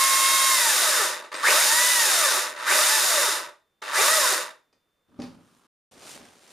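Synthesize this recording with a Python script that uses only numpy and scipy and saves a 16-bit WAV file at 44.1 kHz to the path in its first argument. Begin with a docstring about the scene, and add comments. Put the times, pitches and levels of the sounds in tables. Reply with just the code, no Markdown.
"""A cordless chainsaw runs free in a workshop, then winds down. It is blipped three times: each pull
creeps, spins up and is braked. The sound follows the speed: the teeth of the sprocket (the wheel that
drives the chain) sing, the chain hisses round the bar and rattles the plastic housing, and the motor
whoops as it pulls away. At about 5 seconds the saw is set on the bench and slides to rest.
Last, after a short dead silence, a sleeve rustles close by with a few small ticks."""
import sys
import numpy as np
from scipy import signal
from scipy.fft import rfft, irfft
from scipy.io import wavfile
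from scipy.ndimage import uniform_filter1d

SR = 44100
rng = np.random.default_rng(int(sys.argv[2]) if len(sys.argv) > 2 else 0)


def log_audio(samples):
    """Write samples as a 16-bit WAV file to the path given in sys.argv[1]."""
    # one column per channel
    frames = np.atleast_2d(samples).T
    # limit to full scale, then quantise
    limited = np.clip(frames, -1, 1)
    pcm = np.round(limited * 32767).astype(np.int16)
    wavfile.write(sys.argv[1], SR, pcm)


N = 287872
T, HZ = np.arange(N) / SR, np.fft.rfftfreq(N, 1 / SR)  # sample times, spectrum frequencies

# How alike the two ears hear noise. Each row: frequency in Hz, likeness (1 means the same).
EAR_LIKENESS = [(60, .65), (200, .83), (1000, .79), (2500, .74), (4500, .88), (8000, .77), (13000, .58)]
# Which way noise leans. Each row: frequency in Hz, left minus right in dB.
EAR_BALANCE = [(200, .5), (550, -1.4), (1100, -1.4), (2000, 0), (8000, -.5), (13000, 1.6)]
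# The tone of the quiet room. Each row: frequency in Hz, relative level in dB.
AIR_COLOUR = [(25, -6), (60, -4), (250, -2), (460, 0), (800, -7), (1150, -5), (2900, -14), (6000, -19),
              (15500, -22)]
# The workshop's echo. Each row: frequency in Hz, seconds to fade by 60 dB.
ECHO_FADE = [(100, .45), (300, .45), (1000, .38), (4000, .36), (12000, .25)]

# Three bands of rubbing noise: bump, scrape, swish. Each row: low edge in Hz, high edge in Hz.
RUB_BANDS = [(80, 400), (600, 2000), (4000, 12000)]
# A sleeve brushing past. Each row: time in seconds, then bump, scrape and swish levels in dB.
SLEEVE_STROKE = [(5.912, -66, -69, -66), (5.918, -62, -63, -61), (5.964, -58, -60, -61),
                 (6.082, -60, -53, -47), (6.128, -58, -53, -46), (6.218, -55, -55, -59),
                 (6.382, -68, -64, -63), (6.527, -67, -59, -57)]
# The tone of the sleeve. Each row: frequency in Hz, relative level in dB.
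SLEEVE_COLOUR = [(24, -47), (40, -17), (158, -7), (218, -3), (397, -2), (461, -6), (562, -2), (1100, -8),
                 (1280, -8), (1680, -9), (8730, -10), (14000, -25), (15500, -32)]
# The saw sliding to rest. Each row: time in seconds, then bump, scrape and swish levels in dB.
SLIDE_STROKE = [(5.075, -76, -82, -92), (5.095, -65, -73, -86), (5.18, -60, -67, -78),
                (5.23, -52, -53, -60), (5.31, -53, -60, -69), (5.38, -57, -66, -75), (5.44, -63, -67, -72),
                (5.58, -70, -69, -70), (5.67, -77, -68, -76)]
# The tone of the slide. Each row: frequency in Hz, relative level in dB.
SLIDE_COLOUR = [(40, -22), (130, -6), (240, 0), (420, -13), (700, -19), (1200, -14), (2000, -26),
                (3100, -23), (4500, -26), (9500, -27), (15500, -42)]
# Knocks and clicks: the saw starting and being set down, then small ticks in the sleeve rustle.
# Each row: start in seconds, thud gain in dB, clack gain in dB.
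KNOCKS = [(1.32, -70, -52), (1.343, -65, -21), (3.82, -64, -29), (4.728, -70, -51), (5.09, -60, -78),
          (5.138, -54, -74), (5.19, -26, -47), (5.2, -38, -36), (5.219, -32, -30), (5.238, -42, -38),
          (5.268, -41, -44), (5.385, -49, -64), (5.951, -52, -56), (6.02, -64, -38), (6.053, -60, -38),
          (6.203, -47, -49)]
# The tones of a thud. Each row: pitch in Hz, relative level in dB, seconds to fade by 60 dB.
THUD_TONES = [(92, -25, .25), (126, -15, .25), (170, -11, .2), (250, 1, .16), (286, -7, .18),
              (350, -10, .12), (450, -12, .1), (565, -9, .12), (790, -15, .08), (1200, -19, .06)]
# The tone of a clack. Each row: frequency in Hz, gain in dB.
CLACK_COLOUR = [(100, -15), (400, 7), (800, 6), (1500, 3), (2400, 2), (3200, -4), (4900, 4), (7000, -7),
                (11000, -18), (15000, -36)]

# Thin chain squeals. Each row: start in seconds, length in seconds, pitch in Hz, level in dB.
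SQUEALS = [(1.33, .08, 8450, -43), (2.56, .07, 8600, -49)]
# Higher tones of the teeth. Each row: multiple of the sprocket speed, dB against the chain's hiss
# before CHAIN_COLOUR shapes them.
TOOTH_OVERTONES = [(18, -9), (24, -11.5), (30, -15), (36, -19)]
# Shaft and fan tones. Each row: multiple of the sprocket speed, dB against the hiss at full speed.
SHAFT_TONES = [(1, -39), (2, -32), (4, -28), (5, -26), (7, -15), (9, -19), (10, -20), (15, -15), (21, -11),
               (39, -17), (54, -18)]
# How strongly the saw's body sounds the teeth as they sweep through its resonances.
# Each row: speed in turns per second, level of the note in dB, level of its octave in dB.
TOOTH_LEVELS = [(24, -82, -68), (44, -66, -47), (62, -39, -43), (78, -42, -36), (98, -30, -31),
                (108, -32, -32), (120, -41, -37), (135, -41, -35.5), (148, -30, -29), (160, -30, -27.5),
                (163.5, -34, -26.5), (166, -40, -25), (175, -26, -28), (179.4, -21, -30)]
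# Five bands of chain noise: rumble, housing drone, gear rattle, hiss, sizzle.
# Each row: low edge in Hz, high edge in Hz.
CHAIN_BANDS = [(90, 280), (250, 750), (900, 2200), (4000, 7500), (9000, 15000)]
DRONE, HISS = 1, 3  # row numbers of two of these bands
# How loud those five bands are. Each row: dB at full speed, dB gained as the chain slackens,
# dB lost near rest, knee (where that loss eases) in turns per second, dB added at full torque.
CHAIN_LEVELS = [(-60, -4.5, 11, 31, 1), (-45.3, 22.5, 27.5, 54, 0), (-30.6, 3.5, 21, 36, 6.2),
                (-26.1, 0, 33, 36.3, 2.5), (-27.4, -2.7, 39.3, 35.4, 3.4)]
# The broad tone of the chain. Each row: frequency in Hz, relative level in dB.
CHAIN_COLOUR = [(30, -36), (150, -32), (240, -22), (330, -13.5), (500, -10.5), (760, -10.5), (950, -2),
                (1900, 0), (2200, -4), (3200, -6), (5000, -2), (7000, -2), (9800, -2.4), (12500, -9),
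                (15300, -18)]
# Where housing and bar ring. Each row: frequency in Hz, width in Hz, lift in dB.
HOUSING_PEAKS = [(370, 50, 4.5), (508, 24, 12), (588, 32, 14.5), (634, 32, 12), (880, 36, 5), (962, 44, 5),
                 (1167, 50, 6), (1288, 46, 5), (1506, 70, 4), (1821, 80, 4), (1977, 60, 4), (2700, 200, 2),
                 (3630, 130, 8), (3850, 200, 5), (5100, 500, 2), (7000, 300, 2.5)]
# Pulls of the trigger; the first is already under way. Each row: press, spin-up and release times in
# seconds, aimed-for speed and speed limit in turns per second, spin-up lag in seconds, braking in
# turns per second lost each second, then chain gain, tooth gain and motor whoop level in dB.
PULLS = [(-2.1, -2.0, .526, 230, 179.4, .17, 183, -.3, 0, -20),
         (1.318, 1.425, 1.95, 202, 166.3, .232, 201, -.2, .5, -17),
         (2.56, 2.653, 2.944, 228, 179.4, .29, 213, -.8, 0, -22),
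         (3.819, 3.926, 4.144, 141, 179.4, .154, 247, 0, 2, -23.5)]
CREEP_FROM, CREEP_TO, FULL_SPEED = 11, 24, 179.4  # sprocket turns per second


def gain_of(db):
    """Turns decibels into a number to multiply by."""
    return 10 ** (np.asarray(db) / 20)


def evened(x):
    """Scales a signal to an average (rms) size of 1."""
    return x / np.sqrt(np.mean(x ** 2) + 1e-20)


def look_up(points, hz):
    """Reads between the rows of a frequency table."""
    row_hz, value = np.transpose(points)
    return np.interp(np.log(hz + 1), np.log(row_hz + 1), value)


def add(mix, start, sound):
    """Adds a sound to the mix, beginning at start seconds."""
    part = mix[max(round(start * SR), 0):][:len(sound)]
    part += sound[:len(part)]


def wander(hz):
    """A random wobble that moves up to about hz times a second."""
    points = rng.standard_normal(N // 4)
    return evened(np.interp(T * 2 * hz, np.arange(len(points)), points))


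def stereo_noise(drive=1.):
    """The left and right spectrum of white noise whose strength follows drive."""
    middle, side = rfft(rng.standard_normal((2, N)) * drive)
    likeness = np.clip(look_up(EAR_LIKENESS, HZ), 0, 1)
    side *= np.sqrt((1 - likeness) / (1 + likeness))
    lean = gain_of(look_up(EAR_BALANCE, HZ) / 2)
    return np.array([(middle + side) * lean, (middle - side) / lean])


def banded(spectrum, colour_db, bands, gains):
    """Shapes the tone of a noise and lets each overlapping band follow its own loudness curve."""
    colour, out = gain_of(colour_db), 0
    centres = np.sqrt(np.prod(bands, axis=1))
    for (low, high), gain, this_band in zip(bands, gains, np.eye(len(bands))):
        share = look_up(np.c_[centres, this_band], HZ)
        band_size = np.sqrt(np.mean(colour ** 2 * (HZ > low) * (HZ < high)))
        out += gain * irfft(spectrum * colour * share, N) / band_size
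    return out


def still_air(air_db=-76, whistle_db=-84, whistle_hz=3569, whistle_off_s=5.2):
    """The room's hush, and the faint whistle of the electronics while the saw is switched on."""
    air = evened(irfft(stereo_noise() * gain_of(look_up(AIR_COLOUR, HZ)), N))
    whistle = np.sqrt(2) * np.sin(2 * np.pi * whistle_hz * T) * (T < whistle_off_s)
    return gain_of(air_db) * air + gain_of(whistle_db) * whistle


def room_echo(sound):
    """The workshop's echo: a random tail for each ear, each band dying at its own speed."""
    noise = irfft(stereo_noise(), N)[:, :SR // 2]
    hz, t, slices = signal.stft(noise, SR, nperseg=256)
    fade = gain_of(-60 * t / look_up(ECHO_FADE, hz)[:, None])
    tail = signal.istft(slices * fade, SR, nperseg=256)[1]
    tail[:, :SR // 300] = 0  # the echo arrives a moment late
    return signal.fftconvolve(sound[None], tail / np.linalg.norm(tail[0]), axes=1)[:, :N]


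def rubbing(stroke, colour, grain_db):
    """Friction: noise in small clumps that swells and fades with the stroke."""
    times, *band_dbs = np.transpose(stroke)
    touching = uniform_filter1d(1. * ((T >= times[0]) & (T <= times[-1])), size=90)
    gains = [touching * gain_of(np.interp(T, times, db)) for db in band_dbs]
    clumps = evened(gain_of(grain_db * wander(hz=500)))
    return banded(stereo_noise(clumps), look_up(colour, HZ), RUB_BANDS, gains)


def knocks(rise_s=.003, clack_fade_s=.045):
    """Each knock is a low thud (fading tones) and a bright clack (a burst of noise)."""
    t, thuds, clacks = T[:SR // 2], np.zeros(N), np.zeros(N)
    ring = sum(gain_of(db - 60 * t / fade_s) * np.sin(2 * np.pi * hz * t)
               for hz, db, fade_s in THUD_TONES)
    ring *= 1 - np.exp(-t / rise_s)
    for start, thud_db, clack_db in KNOCKS:
        add(thuds, start, gain_of(thud_db) * ring)
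        add(clacks, start, gain_of(clack_db - 60 * t / clack_fade_s) * rng.standard_normal(len(t)))
    return thuds, irfft(rfft(clacks) * gain_of(look_up(CLACK_COLOUR, HZ)), N) / 2


def squeals():
    """Short fuzzy whistles as the chain first creeps."""
    out, fuzz = np.zeros(N), wander(hz=130)
    for start, length, hz, db in SQUEALS:
        progress = np.clip((T - start) / length, 0, 1)
        swell = np.sqrt(abs(np.sin(np.pi * progress)))
        out += gain_of(db) * swell * fuzz * np.sin(2 * np.pi * hz * T)
    return out


def motor_whoop(turns, cycles_per_turn=36, rise_s=.032, end_s=.095, fall_db_per_s=140):
    """Straining to start, the motor's poles whoop upward, shaken by the teeth."""
    level = np.zeros(N)
    for _, spin_up, *_, db in PULLS:
        age = np.maximum(T - spin_up, 0)
        fade = gain_of(db - fall_db_per_s * np.maximum(age - rise_s, 0))
        level += np.minimum(age / rise_s, 1) * fade / (1 + (age / end_s) ** 20)
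    whoop = np.sin(2 * np.pi * cycles_per_turn * turns + .9 * wander(hz=160))
    throb = 1 + .55 * np.sin(2 * np.pi * tooth_count(turns))
    return level * whoop * throb


def overtones(speed, turns, hiss, roughness=.5, colour_strength=1.6):
    """Higher tooth tones sweep through the saw's colour; shaft and fan tones come up near full speed."""
    def tone(multiple, db):
        level = gain_of(db) * (1 + roughness * wander(hz=25))
        return level * np.sin(2 * np.pi * (round(multiple) * turns + rng.random()))
    teeth = sum(tone(multiple, db + colour_strength * look_up(CHAIN_COLOUR, multiple * speed))
                for multiple, db in TOOTH_OVERTONES)
    shaft = sum(tone(multiple, db) for multiple, db in SHAFT_TONES)
    return np.sqrt(2) * hiss * (teeth + (speed / FULL_SPEED) ** 8 * shaft)


def tooth_count(turns, teeth=6):
    """How many sprocket teeth have met the chain so far."""
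    return teeth * turns


def tooth_tone(speed, turns, note_rough=.1, octave_rough=.27, slack_rough=.75, slack_smear=.6):
    """The teeth meeting the chain sing a note and its octave, which break into rattle at low speed."""
    speeds, *columns = np.transpose(TOOTH_LEVELS)
    note_gain, octave_gain = (gain_of(np.interp(speed, speeds, db)) for db in columns)
    slack = np.maximum(1 - speed / FULL_SPEED, 0)  # a slower chain sags and strikes less evenly
    angle = 2 * np.pi * tooth_count(turns) + slack * slack_smear * wander(hz=25)
    note = (1 + (note_rough + slack * slack_rough) * wander(hz=35)) * np.sin(angle)
    octave = (1 + (octave_rough + slack * slack_rough) * wander(hz=30)) * np.sin(2 * angle)
    return (note_gain * note + octave_gain * octave) * np.minimum(speed / CREEP_TO, 1) ** 2


def chain_gains(speed, torque, pull_db, knee_shape=1.5, shudder_db=11, ring_down_db_per_s=210):
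    """Each band of chain noise follows speed and torque, and rings on when the chain stops."""
    full_db, slack_db, lost_db, knee, torque_db = np.transpose(CHAIN_LEVELS)[:, :, None]
    slack = 1 - speed / FULL_SPEED
    near_rest = np.exp(-(speed / knee) ** knee_shape)
    db = pull_db + full_db + slack_db * slack - lost_db * near_rest + torque_db * torque
    # Under torque the housing shudders as the speed passes 79 turns per second.
    db[DRONE] += shudder_db * torque * np.exp(-((speed - 79) / 23.5) ** 2)
    db = np.where(speed > 1, db, -200)  # a stopped chain makes no new noise
    fall = ring_down_db_per_s * T  # housing and room let the noise die no faster than this
    return gain_of(np.maximum.accumulate(db + fall, axis=1) - fall)


def chain(turns, gains, pulse_depth=.3, uneven_db=.8):
    """Each link strikes the sprocket with its own force and shakes bar and housing."""
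    links = tooth_count(turns)
    force = gain_of(uneven_db * rng.standard_normal(N)[links.astype(int)])
    strikes = evened(force * np.exp(pulse_depth * np.cos(2 * np.pi * links)))
    housing_db = sum(db * np.exp(-2 * ((HZ - hz) / width) ** 2) for hz, width, db in HOUSING_PEAKS)
    return banded(stereo_noise(strikes), look_up(CHAIN_COLOUR, HZ) + housing_db, CHAIN_BANDS, gains)


def pull_levels():
    """Gains in dB for the chain and the tooth tone, held from one pull of the trigger to the next."""
    presses, *_, chain_db, tooth_db, _ = np.transpose(PULLS)
    latest = np.searchsorted(presses, T) - 1
    return chain_db[latest], tooth_db[latest]


def sprocket(release_s=.016, brake_growth_per_s=.456, limit_ease=6, flutter=.0012):
    """Speed, turns so far and torque (turning force): each pull creeps, spins up and is braked."""
    speed, torque = np.zeros(N), np.zeros(N)
    for press, spin_up, release, aim, limit, lag, braking, *_ in PULLS:
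        since_release = release_s * np.logaddexp(0, (T - release) / release_s)  # lets go softly
        still_to_go = np.exp(-np.maximum(T - since_release - spin_up, 0) / lag)
        creep = np.interp(T, [press, spin_up], [CREEP_FROM, CREEP_TO])
        driven = creep + (aim - CREEP_TO) * (1 - still_to_go)
        # The speed limiter eases in over limit_ease turns per second.
        driven -= limit_ease * np.logaddexp(0, (driven - limit) / limit_ease)
        slowed = braking * since_release * (1 + brake_growth_per_s * since_release)
        speed = np.maximum(speed, (T > press) * (driven - slowed))
        torque += (T > press) * still_to_go * np.exp(-since_release / release_s)
    speed = np.maximum(uniform_filter1d(speed, size=180), 0) * (1 + flutter * wander(hz=35))
    return speed, np.cumsum(speed) / SR, uniform_filter1d(torque, size=180)


def scene(note_echo_db=-14, whine_echo_db=-5, thud_echo_db=-7, clack_echo_db=-1, lean_db=1.5):
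    """Mixes the running saw, its handling, the sleeve and the room."""
    speed, turns, torque = sprocket()
    chain_db, tooth_db = pull_levels()
    gains = chain_gains(speed, torque, chain_db)
    note = gain_of(tooth_db) * tooth_tone(speed, turns)
    whine = overtones(speed, turns, gains[HISS]) + motor_whoop(turns) + squeals()
    thuds, clacks = knocks()
    direct = note * gain_of([[-lean_db], [lean_db]]) + whine + thuds + clacks  # the note leans right
    echo = room_echo(gain_of(note_echo_db) * note + gain_of(whine_echo_db) * whine
                     + gain_of(thud_echo_db) * thuds + gain_of(clack_echo_db) * clacks)
    slide = rubbing(SLIDE_STROKE, SLIDE_COLOUR, grain_db=2.2)
    sleeve = rubbing(SLEEVE_STROKE, SLEEVE_COLOUR, grain_db=2.5)
    return chain(turns, gains) + direct + echo + slide + sleeve + still_air()


def record(dry, notch_hz=7850, notch_width_hz=70, notch_depth=.87, silence_s=(5.669, 5.912)):
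    """Dips a narrow slice of treble, goes silent just before the sleeve and cuts the very top."""
    notch = 1 - notch_depth / (1 + ((HZ - notch_hz) / notch_width_hz) ** 2)
    audible = (T < silence_s[0]) | (T > silence_s[1])
    sound = irfft(rfft(dry) * notch, N) * audible
    low_pass = signal.firwin(511, cutoff=15550, window=("kaiser", 9), fs=SR)
    return signal.oaconvolve(sound, low_pass[None], "same")


dry = scene()
out = record(dry)
log_audio(out)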